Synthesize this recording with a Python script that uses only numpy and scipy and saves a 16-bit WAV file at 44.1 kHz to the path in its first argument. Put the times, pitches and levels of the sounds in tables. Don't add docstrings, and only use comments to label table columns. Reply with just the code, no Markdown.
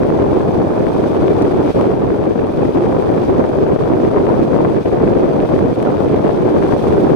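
import sys
import numpy as np
from scipy import signal
from scipy.fft import rfft, irfft, next_fast_len
from scipy.io import wavfile

SR = 44100
rng = np.random.default_rng(int(sys.argv[2]) if len(sys.argv) > 2 else 0)


def unload_wav(signal):
    wavfile.write(
        sys.argv[1],
        SR,
        np.round(np.clip(np.atleast_2d(signal).T, -1, 1) * 32767).astype(np.int16),
    )


N = 315315
T = np.arange(N) / SR


def undb(db):
    return 10 ** (np.asarray(db) / 20)


def unit(x):
    return x / np.sqrt(np.mean(x ** 2))


def curve(table):
    return np.interp(T, *np.transpose(table))


def bumps_db(table):
    return sum(change_db * np.exp(-np.abs((T - s) / half) ** 3) for s, half, change_db in table)


def colour(x, points):
    hz, db = np.transpose(points)
    size = next_fast_len(N + 8192)
    f = np.maximum(np.arange(size // 2 + 1) * SR / size, 1)
    gain = undb(np.interp(np.log(f), np.log(hz), db))
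    return irfft(rfft(x, size) * gain, size)[:N]


def noise(spectrum):
    return unit(colour(rng.standard_normal(N), spectrum))


def walk(rate_hz):
    f = np.arange(N // 2 + 1) * SR / N
    return unit(irfft(rfft(rng.standard_normal(N)) / np.sqrt(1 + (f / rate_hz) ** 4), N))


def ring(x, hz, width_hz):
    b, a = signal.iirpeak(hz, hz / width_hz / np.sqrt(2), fs=SR)
    return signal.lfilter(b, a, signal.lfilter(b, a, x))


def hollow_roar(centre_hz=364, half_width_hz=52, wander=.07, wander_hz=6):
    phase = 2 * np.pi * np.cumsum(centre_hz * (1 + wander * walk(wander_hz))) / SR
    return unit(walk(half_width_hz) * np.cos(phase) + walk(half_width_hz) * np.sin(phase))


# f/Hz, level/dB
BUFFET_SPECTRUM = [(10, -25.5), (22, -27), (50, -22), (80, -10.5), (112, -5.5), (170, -4.5), (240, -4),
                   (365, -2), (490, -4), (650, -10.5), (1000, -25.5), (1500, -43), (3000, -74)]
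EDDY_SPECTRUM = [(150, -26.5), (400, 0), (650, -1), (1000, -6), (1500, -18), (2000, -26), (3000, -42),
                 (6000, -76)]
RASP_SPECTRUM = [(400, -25), (1000, -9), (1600, 18.5), (2400, 5.5), (4000, -15), (8000, -50.5),
                 (15000, -50.5)]
# t/s, half duration/s, level change/dB
ROAR_SWELLS = [(1.182, 0.02, 8.5), (1.27, 0.059, 9.5), (1.895, 0.014, 7.5), (2.125, 0.013, 11),
               (2.81, 0.08, 7.5), (3.31, 0.039, 8), (3.62, 0.029, 10), (4.052, .02, 2), (4.18, 0.036, 7),
               (4.68, 0.045, 5), (4.98, 0.017, 6.5), (5.203, 0.017, 8.5), (6.064, 0.015, 7.5),
               (6.13, 0.016, 7.5), (6.49, 0.075, 9.5), (6.975, 0.027, 8)]
def port_turbulence(swirl, flurry_db, rasp_db, rasp_burst_db, eddy_db=-7.5, roar_db=-8.5, burst_db=6.5):
    burst = 2 * np.tanh(walk(150) / 2)
    buffet = unit(noise(BUFFET_SPECTRUM) * undb(.5 * swirl + 3.0 * walk(60)))
    eddies = unit(noise(EDDY_SPECTRUM) * undb(1.2 * np.tanh(swirl) + burst_db * burst + flurry_db))
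    roar = hollow_roar() * undb(roar_db + bumps_db(ROAR_SWELLS))
    pressure = unit(buffet + roar + undb(eddy_db) * eddies)
    tearing = np.minimum(np.abs(pressure), 3) ** 2
    rasp = unit(noise(RASP_SPECTRUM) * tearing * undb(rasp_burst_db * np.tanh(walk(260))))
    return pressure + undb(rasp_db) * rasp


# t/s, level/dB
AIRFLOW = [(0.0, -12.5), (0.95, -12), (1.25, -12.5), (1.5, -12), (1.85, -12), (2.0, -14), (2.5, -14.5),
           (2.8, -12.5), (3.9, -12), (4.3, -12.5), (4.6, -11.5), (4.85, -14), (5.1, -12), (5.8, -12.5),
           (6.5, -12.8), (6.8, -12), (7.15, -9.5)]
# t/s, half duration/s, level change/dB
LULLS = [(.527, .02, -1.5), (1.731, 0.012, -19), (1.986, 0.022, -1), (2.343, 0.0099, -7),
         (2.527, 0.017, -3), (2.731, 0.014, -8.5), (3.039, 0.015, -0.5), (3.26, 0.024, -4),
         (3.5, 0.069, -3), (3.78, 0.0084, -12), (4.1, .018, -1.5), (4.834, 0.015, -12.5),
         (4.906, 0.018, -4.5), (5.477, 0.016, -7), (5.75, 0.016, -10.5), (6.089, 0.0056, -11),
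         (6.79, 0.036, -3.5)]
# t/s, half duration/s, level change/dB
FLURRIES = [(.217, 0.013, 1), (1.622, 0.039, 3.5), (1.84, 0.033, 2), (2.93, 0.039, 0.5), (3.39, 0.054, 3.5),
            (4.165, 0.023, 6.5), (5.868, 0.012, 5), (6.28, .025, 6), (6.5, 0.027, 4.5), (6.71, .03, 4),
            (7.09, 0.033, 1)]
def wind(surge_db=0.22, surge_hz=12, veer_db=-0.24, veer_hz=7, left_bias_db=0.5):
    flow_db = curve(AIRFLOW) + surge_db * walk(surge_hz) + bumps_db(LULLS)
    pan_db = left_bias_db + veer_db * walk(veer_hz)
    swirl = walk(21)
    flurry_db = bumps_db(FLURRIES)
    left = port_turbulence(swirl, flurry_db, rasp_db=-27.5, rasp_burst_db=1.0)
    right = port_turbulence(swirl, 0.32 * flurry_db, rasp_db=-28.0, rasp_burst_db=5.0)
    return np.array([left, right]) * undb(flow_db + np.array([pan_db, -pan_db]) / 2)


# f/Hz, level/dB
RUMBLE_SPECTRUM = [(12, -19.5), (28, -12.5), (37, -0.5), (47, -13), (90, 0), (200, -10.5), (800, -38),
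                   (3000, -65.5)]
def car_rumble(level_db=-39):
    return undb(level_db) * noise(RUMBLE_SPECTRUM)


# f/Hz, level/dB
SLUSH_SPECTRUM = [(300, 2.5), (1500, 1.5), (2000, -10), (2800, -8.5), (3300, -3.5), (4100, -8.5),
                  (4900, -12), (5600, -13), (6400, -18.5), (7000, -19.5), (10000, -17), (12200, -21.5),
                  (15500, -28.5)]
def slush(spread_db=3.8, splashes_per_s=1800, splash_db=-10.5):
    splashes = (rng.random(N) < splashes_per_s / SR) * rng.standard_normal(N)
    splashes *= undb(spread_db * np.minimum(rng.exponential(size=N), 4))
    return unit(colour(rng.standard_normal(N) + undb(splash_db) * unit(splashes), SLUSH_SPECTRUM))


# t/s, level/dB
SPRAY = [(0.0, -39), (0.85, -38), (1.08, -36.3), (1.35, -37.5), (1.55, -36.5), (1.8, -35.5), (1.92, -40.5),
         (2.6, -40), (2.74, -38), (3.2, -38.5), (3.8, -39), (5.5, -38.5), (6.5, -38), (6.8, -34.5),
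         (7.1, -36)]
# f/Hz, bandwidth/Hz, relative level/dB
BODY_MODES = [(2394, 380, 0.5), (3140, 90, -5.5), (4710, 530, -10.5), (6090, 350, -11.5)]
def tyres(ring_db=-10, flutter_db=1.18, patter_db=0.5, port_lag_s=0.000454):
    body = unit(sum(undb(db) * ring(rng.standard_normal(N), hz, width) for hz, width, db in BODY_MODES))
    direct = np.array([body, np.interp(T - port_lag_s, T, body)])
    diffuse = np.array([slush(), slush()]) * undb(patter_db * walk(70))
    return unit(diffuse + undb(ring_db) * direct) * undb(curve(SPRAY) + flutter_db * walk(29))


# t/s, mean click rate/(1/s)
CRACKLE_RATE = [(0, 16), (2.0, 10), (2.8, 38), (4.3, 15), (5.5, 34), (5.8, 48), (6.25, 58), (6.45, 20),
                (7.15, 16)]
def crackle(centre_hz=1950, octaves=.55, level_db=-26.0, spread_db=6.0, candidates=500):
    per_s = curve(CRACKLE_RATE)
    clicks = []
    for when, size, pitch, chance in rng.random((candidates, 4)):
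        if chance < per_s[int(when * N)] * T[-1] / candidates:
            hz = centre_hz * 2 ** (octaves * (2 * pitch - 1))
            peak_db = level_db + spread_db * (2 * size - 1) - 20 * np.log10(hz / centre_hz)
            clicks.append((when * T[-1], peak_db, hz))
    return clicks


# t/s, relative peak level/dB, pitch f/Hz
HARD_EDDIES = [(.034, -5, 770), (.868, -6, 900), (1.282, -9.5, 1380), (1.812, -10, 1400), (1.842, -9, 780),
               (1.854, -17, 1100), (2.105, -9.5, 880), (2.861, -9, 800), (2.926, -6, 704), (3.179, -7, 740),
               (3.441, -6.5, 790), (3.877, -10, 680), (4.050, -11, 900), (4.184, -7, 735),
               (4.268, -9.5, 1100), (4.649, -4.5, 885), (4.986, -11, 820), (5.036, -9, 660),
               (5.137, -16, 1400), (5.403, -11.5, 1400), (5.591, -7, 850), (5.802, -15, 1200),
               (5.828, -12, 1150), (5.865, -17, 900), (5.872, -14, 980), (5.904, -15, 880),
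               (5.970, -15, 1250), (6.163, -17, 1500), (6.268, -11, 1100), (6.489, -10, 900),
               (6.626, -5, 875), (6.725, -7, 900), (6.926, -9, 900)]
def snaps(gain_db=1.0):
    out = np.zeros((2, N))
    offsets = np.arange(-200, 200)
    for s, peak_db, hz in HARD_EDDIES + crackle():
        pulse = ((1 - 1j * np.pi * hz * offsets / SR) ** -3).real
        out[0, np.clip(int(s * SR) + offsets, 0, N - 1)] += undb(peak_db + gain_db) * pulse
    return out


# t/s, left relative level/dB, right relative level/dB
SPECK_IMPACTS = [(.304, -33, -48), (1.423, -14.5, -12.5), (1.812, -22.5, -40), (2.925, -28, -54),
                 (2.988, -30, -50), (5.753, -29.5, -55), (5.827, -20, -42), (6.046, -24, -46),
                 (6.378, -30, -46)]
def specks(ring_hz=9000, decay_s=.00005, gain_db=3.0, push_db=-4, push_s=.0004):
    out = np.zeros((2, N))
    age = np.arange(256) / SR
    oscillation = np.exp(-age / decay_s) * np.sin(2 * np.pi * ring_hz * age)
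    push = undb(push_db) * np.exp(-age / push_s)
    tick = undb(gain_db) * (oscillation + push)
    for s, left_db, right_db in SPECK_IMPACTS:
        start = int(s * SR)
        out[:, start:start + len(tick)] += np.outer([undb(left_db), -undb(right_db)], tick)
    return out


def rushes(table, centre_hz, width_hz):
    swell = sum(undb(db) * np.exp(-((T - s) / half) ** 2) for s, half, db in table)
    return swell * np.array([unit(ring(rng.standard_normal(N), centre_hz, width_hz)) for _ in range(2)])


# t/s, half duration/s, level/dB
LOW_THUMPS = [(.462, .04, -22.5), (1.213, .035, -20.5), (2.66, 0.04, -20), (3.29, .05, -21),
              (3.72, .035, -22), (5.055, 0.054, -20), (6.906, .035, -19.5)]
def thumps():
    return rushes(LOW_THUMPS, centre_hz=121, width_hz=120)


# t/s, half duration/s, level/dB
SLUSH_THROWS = [(1.038, 0.039, -44.5), (1.68, 0.031, -37)]
def swishes(clump_db=11.0, clump_hz=140):
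    return rushes(SLUSH_THROWS, centre_hz=2000, width_hz=1600) * unit(undb(clump_db * walk(clump_hz)))


def scene():
    return wind() + car_rumble() + tyres() + snaps() + specks() + thumps() + swishes()


# f/Hz, left level/dB, right level/dB
PORT_RESPONSE = [(25, 2.5, -6.5), (51.7, 4.5, -0.5), (109, 0.5, 1), (383, 0.5, 0.5), (1260, -0.95, -2.5),
                 (4400, -2.5, -1.5), (6600, -1, -3), (7400, -5, -0.5), (8100, -1.5, -4), (8900, 2, -7),
                 (9800, -6, -15.5), (12000, -2.5, -8), (13200, -2, -9.5), (15500, -4.5, -3)]
def record(dry, top_hz=15700):
    ports = np.array(PORT_RESPONSE)
    heard = np.array([colour(dry[0], ports[:, [0, 1]]), colour(dry[1], ports[:, [0, 2]])])
    rounded = heard / (1 + heard ** 6) ** (1 / 6)
    return signal.sosfilt(signal.ellip(10, .1, 80, top_hz, fs=SR, output="sos"), rounded)


dry = scene()
out = record(dry)
unload_wav(out)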